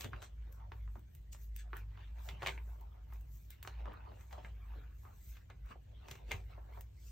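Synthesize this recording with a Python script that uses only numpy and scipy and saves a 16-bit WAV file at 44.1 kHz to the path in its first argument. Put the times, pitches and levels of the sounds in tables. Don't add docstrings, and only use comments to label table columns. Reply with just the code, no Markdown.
import sys
import numpy as np
from scipy import signal
from scipy.fft import rfft, irfft
from scipy.io import wavfile
from scipy.ndimage import uniform_filter1d

SR = 44100
rng = np.random.default_rng(int(sys.argv[2]) if len(sys.argv) > 2 else 0)


def inscribe(sig):
    pcm = np.round(np.clip(np.atleast_2d(sig).T, -1, 1) * 32767)
    wavfile.write(sys.argv[1], SR, pcm.astype(np.int16))


N = 313551
TIME, FREQS = np.arange(N) / SR, np.fft.rfftfreq(N, 1 / SR)
LEAD = 256


def gain_of(db):
    return 10 ** (np.asarray(db) / 20)


def evened(x):
    return x / np.sqrt(np.mean(x ** 2) + 1e-20)


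def read(points, hz):
    f, value = np.transpose(points)
    return np.interp(np.log(hz + 1), np.log(f + 1), value)


def follow(rows):
    s, *columns = np.transpose(rows)
    return [np.interp(TIME, s, column) for column in columns]


def add(mix, s, sound):
    part = mix[..., max(round(s * SR), 0):][..., :sound.shape[-1]]
    part += sound[..., :part.shape[-1]]


def coloured(x, points):
    return evened(irfft(rfft(x) * gain_of(read(points, FREQS)), N))


def spread(mid, side, share):
    return np.array([mid + share * side, mid - share * side]) / np.sqrt(1 + share ** 2)


def wavering(hz, depth, rate_hz):
    slow = np.exp(-(FREQS / rate_hz) ** 2)
    a, b = evened(irfft(rfft(rng.standard_normal((2, N))) * slow, N))
    turn = np.exp(2j * np.pi * np.cumsum(hz * np.ones(N)) / SR)
    return evened((turn * (1 + depth * (a + 1j * b) / np.sqrt(2))).real)


# time in seconds, level in dB, pitch in Hz.
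DRONE_CURVE = [(0.0, -69, 61.8), (0.16, -46.5, 56.1), (0.26, -72, 54.7), (0.34, -48, 54.3),
               (0.91, -47, 53.93), (1.15, -65.5, 57.2), (1.21, -41.5, 55.8), (1.27, -54.5, 53.6),
               (1.84, -41, 52.4), (2.04, -51.5, 53.35), (2.22, -43.5, 57), (2.43, -54, 59.6),
               (2.55, -46, 56.3), (2.93, -52.5, 54.5), (3.23, -45, 55.35), (3.44, -53, 55.4),
               (3.66, -52, 62.1), (3.86, -45, 55.1), (4.12, -54.5, 53.25), (4.36, -51.5, 61.3),
               (4.59, -50, 53.5), (4.75, -47, 53.2), (5.09, -62.5, 53.35), (5.31, -43.5, 53.3),
               (5.5, -58, 53.4), (5.66, -46.5, 52.8), (5.74, -69, 51), (5.98, -49.5, 56.14),
               (6.12, -67, 62.1), (6.28, -47, 52.84), (7.01, -56, 57.64), (7.11, -47, 54.1)]
# time in seconds, relative level in dB.
MAINS_CURVE = [(0.0, -83), (0.06, -55), (0.38, -76), (0.81, -57), (1.54, -89), (1.78, -53.5), (2.18, -67.5),
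               (2.47, -58), (3.01, -78), (3.17, -62.5), (6.28, -65.5), (6.36, -56), (6.65, -66),
               (7.11, -68)]
# frequency in Hz, gain in dB.
AIR_COLOUR = [(20, -25), (31, -0.5), (40, -11), (55, 10.5), (70, 10.5), (88, 2), (140, -3), (200, -16.5),
              (400, -25), (1000, -38), (3000, -43), (6000, -48), (15000, -97)]
def hum():
    level_db, hz = follow(DRONE_CURVE)
    drone = gain_of(level_db) * wavering(hz, depth=0.55, rate_hz=6.6)
    mains = gain_of(follow(MAINS_CURVE)[0] + 0.5) * wavering(hz=100, depth=0.79, rate_hz=3.3)
    common, opposed = rng.standard_normal((2, N))
    opposed = irfft(rfft(opposed) * gain_of(read([(70, -28), (140, -11), (300, 3.5)], FREQS)), N)
    air = gain_of(-57.5) * coloured(spread(common, opposed, share=1), AIR_COLOUR)
    return drone + mains + air


def stroke(s, swell_s, ease_s):
    near = slice(*np.searchsorted(TIME, [s - 4 * swell_s, s + 4 * ease_s]))
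    away = np.maximum((s - TIME[near]) / swell_s, (TIME[near] - s) / ease_s)
    out = np.zeros(N)
    out[near] = gain_of(-19.5 * abs(away) ** 1.345)
    return out


def friction(colour, slips_per_s, uneven_db, smooth, patchy_db, width):
    sizes = gain_of(uneven_db * np.minimum(rng.exponential(1, (2, N)), 4))
    slips = evened(sizes * rng.choice([-1, 1], (2, N)) * (rng.random((2, N)) < slips_per_s / SR))
    drive = spread(*(slips + smooth * rng.standard_normal((2, N))), share=width)
    bands = signal.stft(drive, nperseg=512, noverlap=384)[2]
    patches = uniform_filter1d(rng.standard_normal(bands.shape[1:]), size=4, axis=0)
    patches = evened(uniform_filter1d(patches, size=14, axis=1))
    drifting = signal.istft(bands * gain_of(patchy_db * patches), nperseg=512, noverlap=384)[1]
    return coloured(drifting[:, :N], colour)


# peak time, swell and ease in seconds, hiss in dB, airy top in dB.
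SLIDE_STROKES = [(.005, 0.032, 0.078, -57, -57), (.24, 0.032, 0.039, -56.5, -70),
                 (.53, .04, 0.12, -78.5, -76), (.78, 0.16, 0.25, -87, -81), (.97, 0.12, 0.094, -85, -80),
                 (1.16, 0.077, 0.11, -81, -74), (1.329, 0.013, 0.036, -56, -62),
                 (1.43, 0.097, 0.076, -70.5, -67.5), (1.595, .05, 0.047, -62.5, -70),
                 (1.785, 0.078, 0.044, -74, -67), (2.27, .11, 0.082, -65.5, -65),
                 (2.479, 0.073, 0.087, -60, -65), (2.69, .18, 0.24, -77.5, -74),
                 (3.14, 0.07, 0.17, -77, -73.5), (3.35, 0.11, 0.21, -72.5, -68.5),
                 (3.515, 0.024, 0.063, -72.5, -69), (3.65, 0.026, 0.085, -70, -68),
                 (4.21, .12, .14, -74.5, -74.5), (4.325, 0.058, 0.061, -70.5, -74),
                 (4.455, 0.068, 0.072, -74, -80), (4.7, 0.44, .35, -87, -79.5),
                 (5.02, 0.13, 0.21, -76, -73.5), (5.29, .2, 0.14, -68.5, -65.5),
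                 (5.71, .06, 0.04, -74, -76), (6.11, 0.052, 0.097, -66.5, -68),
                 (6.32, 0.054, 0.11, -65, -67.5), (6.469, .12, 0.16, -86, -80),
                 (6.81, 0.2, 0.08, -76.5, -73), (7.08, 0.14, 0.11, -65.5, -69.5)]
# frequency in Hz, gain in dB.
SLIDE_COLOUR = [(1500, -13), (3500, -1), (5000, 2), (6200, 7), (8000, 10.5), (10000, -24), (12000, 11.5),
                (14500, 12.5), (15500, 9.5), (16300, -3)]
def sliding():
    hiss_power = airy_power = gain_of(-87) ** 2
    for s, swell_s, ease_s, hiss_db, airy_db in SLIDE_STROKES:
        shape = stroke(s, swell_s, ease_s)
        hiss_power = hiss_power + (gain_of(hiss_db) * shape) ** 2
        airy_power = airy_power + (gain_of(airy_db) * shape) ** 2
    skim = friction(SLIDE_COLOUR, slips_per_s=5600, uneven_db=6.5, smooth=1.2, patchy_db=3.5, width=0.7)
    airy = irfft(rfft(skim) * (FREQS > 10300), N)
    return np.sqrt(hiss_power) * evened(skim - airy) + np.sqrt(airy_power) * evened(airy)


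def snap(shape_db, rise_s, scatter_db, scatter_fade_s, size=4096):
    hz, t = np.fft.rfftfreq(size, 1 / SR), np.arange(size) / SR
    log_gain = np.log(gain_of(np.maximum(shape_db(hz + 1), -70)))
    colour = np.exp(np.conj(signal.hilbert(np.r_[log_gain, log_gain[-2:0:-1]])))[:len(hz)]
    burst = rfft(rng.standard_normal(size) * t * np.exp(-t / rise_s))
    pulse = colour * burst / abs(burst) ** .7
    pulse *= np.exp(-2j * np.pi * 0.00035 * np.sqrt(hz * 4000))
    scatter = spread(*rng.standard_normal((2, size)), share=0.71)
    scatter *= gain_of(-60 * t / scatter_fade_s) * (1 - np.exp(-t / 0.0006))
    sound = evened(irfft(pulse)) + gain_of(scatter_db) * evened(irfft(pulse * rfft(scatter)))
    sound = np.roll(sound, LEAD, axis=1) * signal.windows.tukey(size, LEAD / size)
    return sound * np.sqrt(.005 * SR / size)


def pop(hz, octaves, rise_s):
    def shape_db(f):
        cover = read([(100, -38), (220, -19), (380, 0), (550, -20), (900, -3.5), (3000, -64)], f)
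        pocket = -15 * np.log(1 + (np.log2(f / hz) / octaves) ** 2 / 2.31)
        treble_loss = 11 * np.maximum(np.log2(f / 3700), 0)
        return np.maximum(pocket - treble_loss, cover)
    return snap(shape_db, rise_s, scatter_db=-1.5, scatter_fade_s=0.074)


# frequency in Hz, gain in dB.
CRACK_COLOUR = [(1000, -23), (3000, 6), (4200, 1.5), (5000, -2), (6200, 4), (8000, 1.5), (10000, -16.5),
                (13000, -1.5), (16000, -11)]
def crack(level_db, rise_s):
    sound = snap(lambda f: read(CRACK_COLOUR, f), rise_s / 2, scatter_db=3, scatter_fade_s=0.013)
    return gain_of(level_db - 1.5) * sound


# start in seconds, pop level in dB, pop pitch in Hz,
# relative crack level in dB, pop rise in seconds.
BUCKLES = [(.008, -51, 1960, -47.5, 0.00053), (.018, -68, 1320, -57, 0.001), (.0419, -49, 1560, -54, .0017),
           (.132, -44.5, 1280, -83, .0005), (.22, -56, 980, -61, 0.00045),
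           (.2259, -54.5, 930, -60, 0.00029), (.7187, -49.5, 1158, -78, 0.0006),
           (.8769, -63, 1230, -100, 0.00018), (.9555, -56, 710, -88, .0003),
           (1.3275, -67, 1676, -62, 0.002), (1.3466, -60.5, 875, -75, 0.00087),
           (1.7314, -44, 1370, -81.5, 0.000075), (1.768, -61, 945, -73, 0.00025),
           (1.9732, -62, 1270, -86, 0.00099), (2.2875, -48, 2250, -59, 0.00085),
           (2.4207, -44.5, 1020, -62, 0.001), (2.4292, -43.5, 880, -60, 0.00085),
           (2.4359, -44.5, 764, -70, 0.00074), (2.5765, -51, 2060, -100, 0.00075),
           (3.1233, -59.5, 1053, -89, .001), (3.504, -81, 1755, -67, 0.0014),
           (3.6276, -57, 1967, -66, 0.00015), (3.6492, -53, 1340, -89, 0.00038),
           (3.6746, -46, 870, -56.5, 0.00028), (3.856, -52, 960, -76.5, 0.0003),
           (3.8766, -54, 1084, -97, 0.00086), (4.1156, -61, 661, -91, .002), (4.207, -67, 815, -75, .0014),
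           (4.3089, -63, 1190, -82, 0.0013), (4.3266, -55, 1122, -63.5, 0.0013),
           (4.3793, -52, 598, -85, 0.00086), (4.4459, -51, 1760, -92, 0.0014),
           (5.0514, -59, 1106, -97, 0.00048), (5.3677, -64, 1617, -73, 0.0016),
           (5.4998, -57.5, 706, -71, 0.0013), (5.755, -59, 569, -92, 0.0011),
           (6.0829, -54.5, 802, -61.5, .0013), (6.1107, -53, 1608, -51.5, .0014),
           (6.1524, -58.5, 843, -68, 0.0017), (6.5773, -55.5, 684, -97, 0.0014),
           (6.7713, -55.5, 823, -86, 0.0022)]
def buckles():
    out = np.zeros((2, N))
    for s, pop_db, hz, crack_db, rise_s in BUCKLES:
        octaves = 1.95 * 2 ** ((crack_db - pop_db) / 18)
        add(out, s - LEAD / SR, gain_of(pop_db) * pop(hz, octaves, rise_s))
        add(out, s + rise_s / 2 - LEAD / SR, crack(crack_db, rise_s))
    return out


# peak time, swell and ease in seconds, flutter in dB, rub in dB,
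# flutter pitch in Hz.
PAGE_BENDS = [(0.047, 0.063, 0.05, -53.5, -54.5, 576), (0.142, 0.045, 0.16, -58, -62.5, 670),
              (.24, .025, 0.055, -65, -59, 940), (.45, 0.13, 0.23, -69.5, -79.5, 1590),
              (.63, 0.12, 0.086, -65.5, -85, 1020), (.728, 0.014, 0.33, -73.5, -77, 1120),
              (0.967, 0.0086, 0.044, -63, -89, 1130), (1.345, .03, 0.18, -94, -74.5, 1300),
              (1.605, 0.068, 0.052, -86, -61.5, 1420), (1.665, 0.055, 0.071, -68.5, -84, 1520),
              (1.77, 0.047, 0.074, -57, -60, 1200), (2.022, 0.14, 0.13, -65.5, -65, 1090),
              (2.191, 0.061, 0.065, -60, -67.5, 780), (2.309, 0.084, 0.086, -57, -60.5, 725),
              (2.477, 0.093, 0.11, -57.5, -51.5, 1050), (2.83, 0.87, 0.66, -70, -83, 960.2),
              (3.125, 0.063, 0.085, -67, -71, 1080), (3.515, 0.028, 0.082, -81, -62.5, 1570),
              (3.672, 0.074, 0.23, -65, -65.5, 1060), (3.8, 0.057, 0.064, -62.5, -65.5, 1040),
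              (3.884, 0.088, 0.19, -55, -68, 1110), (4.13, 0.41, 0.25, -65, -70, 820),
              (4.329, 0.028, 0.16, -60.5, -62.5, 940), (4.39, .03, 0.14, -60.5, -66, 585),
              (4.453, 0.075, 0.12, -69, -68.5, 900), (4.792, 0.36, 0.17, -65.5, -70.5, 1210),
              (5.07, 0.058, 0.13, -64, -73, 1210), (5.373, 0.14, 0.083, -78, -66, 1430),
              (5.506, 0.017, 0.041, -66.5, -66.5, 1350), (5.72, 0.085, 0.027, -60, -62, 1040),
              (6.119, 0.23, 0.23, -64, -66, 680), (6.321, 0.057, 0.098, -56, -55, 700),
              (6.515, 0.054, 0.09, -65, -65.5, 795.5), (6.59, 0.058, 0.25, -66, -93, 860),
              (6.781, 0.17, 0.099, -63.5, -70.5, 840), (7.08, 0.12, 0.075, -82, -81, 1030)]
def bending():
    flutter, rub, pitch = np.zeros((3, N))
    for s, swell_s, ease_s, flutter_db, rub_db, hz in PAGE_BENDS:
        shape = stroke(s, swell_s, ease_s)
        power = (gain_of(flutter_db) * shape) ** 2
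        flutter += power
        pitch += hz * power
        rub += (gain_of(rub_db) * shape) ** 2
    rest_flutter, rest_rub = gain_of([-90.5, -82.5]) ** 2
    flutter += rest_flutter
    return np.sqrt(flutter), np.sqrt(rub + rest_rub), (pitch + 1050 * rest_flutter) / flutter


def peaked(x, hz, width_hz, share):
    turn = np.exp(2j * np.pi * np.cumsum(hz) / SR)
    r = np.exp(-np.pi * width_hz / SR)
    ringing = (turn * signal.lfilter([1], [1, -2 * r, r * r], x / turn)).real
    return evened(x + share * evened(ringing))


# frequency in Hz, gain in dB.
FLEX_COLOUR = [(100, -46), (200, 4), (400, 1), (650, 1), (1000, -0.5), (1500, -1.5), (2200, -15),
               (4000, -54)]
RUB_COLOUR = [(600, -26.5), (1100, -6.5), (1600, 3.5), (2400, 0), (3300, -2), (4100, -2.5), (4900, -12),
              (9000, -24)]
def rustle():
    flex_gain, rub_gain, flutter_hz = bending()
    rubbing_hz = 2340 * (1000 / flutter_hz) ** 0.41
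    flutter = friction(FLEX_COLOUR, slips_per_s=300, uneven_db=.5, smooth=.75, patchy_db=5.5, width=.77)
    rubbing = friction(RUB_COLOUR, slips_per_s=500, uneven_db=2.5, smooth=1, patchy_db=4.5, width=.65)
    flex = flex_gain * peaked(flutter, flutter_hz, width_hz=840, share=0.54)
    rub = rub_gain * peaked(rubbing, rubbing_hz, width_hz=1900, share=0.57)
    return flex + rub + crinkles(flex_gain, flutter_hz)


def crinkles(strength, flutter_hz, per_s=14):
    out = np.zeros((2, N))
    for k, (place, size, detune) in enumerate(rng.random((int(per_s * N / SR), 3))):
        at = min(int((k + place) / per_s * SR), N - 1)
        sound = pop(flutter_hz[at] * 2 ** (detune - .5), octaves=0.71, rise_s=0.00047)
        add(out, (at - LEAD) / SR, strength[at] * gain_of(-5 + 3.9 * (size - .5)) * sound)
    return out


# start in seconds, strength in dB.
RING_TUGS = [(.044, -77), (.1325, -71), (2.289, -64), (2.4725, -55), (2.5775, -89), (3.675, -79),
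             (4.447, -69), (5.503, -71), (6.112, -67), (6.3172, -55.5)]
# pitch in Hz, gain in dB, seconds to fade by 60 dB.
BINDER_NOTES = [(262, -3, .25), (388, -1, .32), (479, 0, .28), (690, -2, .22), (762, -5, .25),
                (806, -3, .22), (900, -6, .15), (1061, -2, .2), (1712, -8, .2), (2028, 0, .18),
                (2118, 4, .19), (2228, -3, .18), (2376, -2, .17), (2428, -1, .18), (2510, -3, .13),
                (2556, -3, .13), (2730, -4, .17), (3053, -5, .13), (3692, -5, .18), (3953, -4, .16)]
def rings(pages, coupling_db):
    t = np.arange(SR // 2) / SR
    drive = gain_of(coupling_db) * pages.mean(0)
    for s, db in RING_TUGS:
        add(drive, s, gain_of([db]))
    skews = 0.21 * rng.standard_normal((len(BINDER_NOTES), 1)) * np.array([1, -1])
    ring = sum(gain_of(db - 60 * t / fade_s) * np.sin(2 * np.pi * hz * t + skew[:, None] + np.pi * k)
               for k, ((hz, db, fade_s), skew) in enumerate(zip(BINDER_NOTES, skews)))
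    return signal.fftconvolve(drive[None], ring, axes=1)[:, :N]


# start in seconds, level in dB, pitch in Hz, seconds to fade by 60 dB.
LANDINGS = [(0.048, -39.5, 125, 0.08), (.137, -43, 127, 0.09), (2.333, -40, 139, 0.054),
            (2.431, -46, 142, 0.15), (2.477, -44.5, 138, 0.17), (4.446, -49, 150, 0.14),
            (6.111, -44.5, 130.6, 0.087), (6.342, -31.5, 86.9, 0.065)]
def thumps():
    out, t = np.zeros(N), np.arange(SR // 3) / SR
    for s, db, hz, fade_s in LANDINGS:
        envelope = gain_of(db - 60 * t / fade_s) * (1 - np.exp(-t / 0.0026))
        add(out, s, envelope * np.sin(2 * np.pi * hz * t))
    return out


# start in seconds, level in dB.
CREASE_TICKS = [(.525, -58.5), (.993, -66), (1.15, -57), (1.563, -47), (1.768, -52), (2.81, -64),
                (3.135, -60), (3.2105, -64), (3.505, -51), (3.6286, -49), (3.9347, -67), (5.659, -68.5),
                (6.8092, -51)]
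# frequency in Hz, gain in dB.
TICK_COLOUR = [(1000, -13), (3000, -4), (4200, -12), (6200, -7), (8000, 0.5), (10000, -12.5), (13000, 3),
               (16000, 4.5)]
def ticks():
    out = np.zeros((2, N))
    for s, db in CREASE_TICKS:
        tick = snap(lambda f: read(TICK_COLOUR, f), rise_s=0.00036, scatter_db=-2, scatter_fade_s=.032)
        add(out, s - LEAD / SR, gain_of(db) * tick)
    return out


# start in seconds, relative levels of clack and crack in dB,
# clack rise in seconds.
PAGE_SLAPS = [(2.4611, -29.5, -54, 0.001), (2.4668, -39, -53, 0.0012), (2.471, -29, -45.5, 0.00051),
              (2.477, -66, -65, .001), (2.4823, -31, -68, .001), (2.491, -36, -65, 0.00091),
              (6.309, -33.5, -61, 0.0024), (6.3159, -31, -46.5, 0.00039), (6.323, -63, -63, 0.00099)]
# frequency in Hz, gain in dB.
SLAP_COLOUR = [(120, -27), (350, -10.5), (700, -2.5), (1000, -2), (1400, -10), (1800, -3.5), (2200, 5.5),
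               (2650, -4), (3100, -3), (3700, -8), (4500, -15), (8000, -48)]
def slaps():
    out = np.zeros((2, N))
    for s, level_db, crack_db, rise_s in PAGE_SLAPS:
        clack = snap(lambda f: read(SLAP_COLOUR, f), rise_s, scatter_db=-2, scatter_fade_s=0.08)
        add(out, s - LEAD / SR, gain_of(level_db - 7) * clack)
        add(out, s + rise_s / 2 - LEAD / SR, crack(crack_db, rise_s))
    return out


# frequency in Hz, seconds to fade by 60 dB.
ROOM_FADES = [(150, 0.33), (600, 0.19), (2500, 0.084), (7000, 0.16), (15000, 0.05)]
def room(x, level_db):
    count = SR // 2
    echoes = rng.choice([-1., 1.], (2, count)) * (rng.random((2, count)) < 3000 / SR)
    echoes *= TIME[:count] > .005
    hz, t, bands = signal.stft(spread(*echoes, share=0.31), SR, nperseg=256)
    tail = signal.istft(bands * gain_of(-60 * t / read(ROOM_FADES, hz)[:, None]), SR, nperseg=256)[1]
    return gain_of(level_db) * signal.fftconvolve(x, tail / np.linalg.norm(tail[0]), axes=1)[:, :N]


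def scene():
    pages = buckles() + ticks() + slaps() + rustle() + sliding()
    binder = pages + rings(pages, coupling_db=-74) + thumps()
    return binder + room(binder, level_db=-11) + hum()


# frequency in Hz, gain in dB of what differs between left and right.
STEREO_WIDTH = [(500, 1.5), (900, 5.5), (1800, -6.5), (3000, 1.5), (5000, -1.5), (8000, -4), (10300, -10),
                (12300, 2), (15000, -10)]
# frequency in Hz, lag in radians.
RIGHT_LAG = [(5200, 0), (6500, 1.03), (8200, 4.5), (10300, -4.5), (11800, 4.5), (13200, 4.5), (15000, 7)]
def record(dry):
    left, right = rfft(dry)
    mid = (left + right) / 2
    side = (left - right) / 2 * gain_of(read(STEREO_WIDTH, FREQS))
    lag = np.exp(-1j * read(RIGHT_LAG, FREQS))
    mics = irfft(np.array([mid + side, (mid - side) * lag]), N)
    lowpass = signal.firwin(255, 16100, window=("kaiser", 9), fs=SR)
    return signal.oaconvolve(mics, lowpass[None], "same")


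dry = scene()
out = record(dry)
inscribe(out)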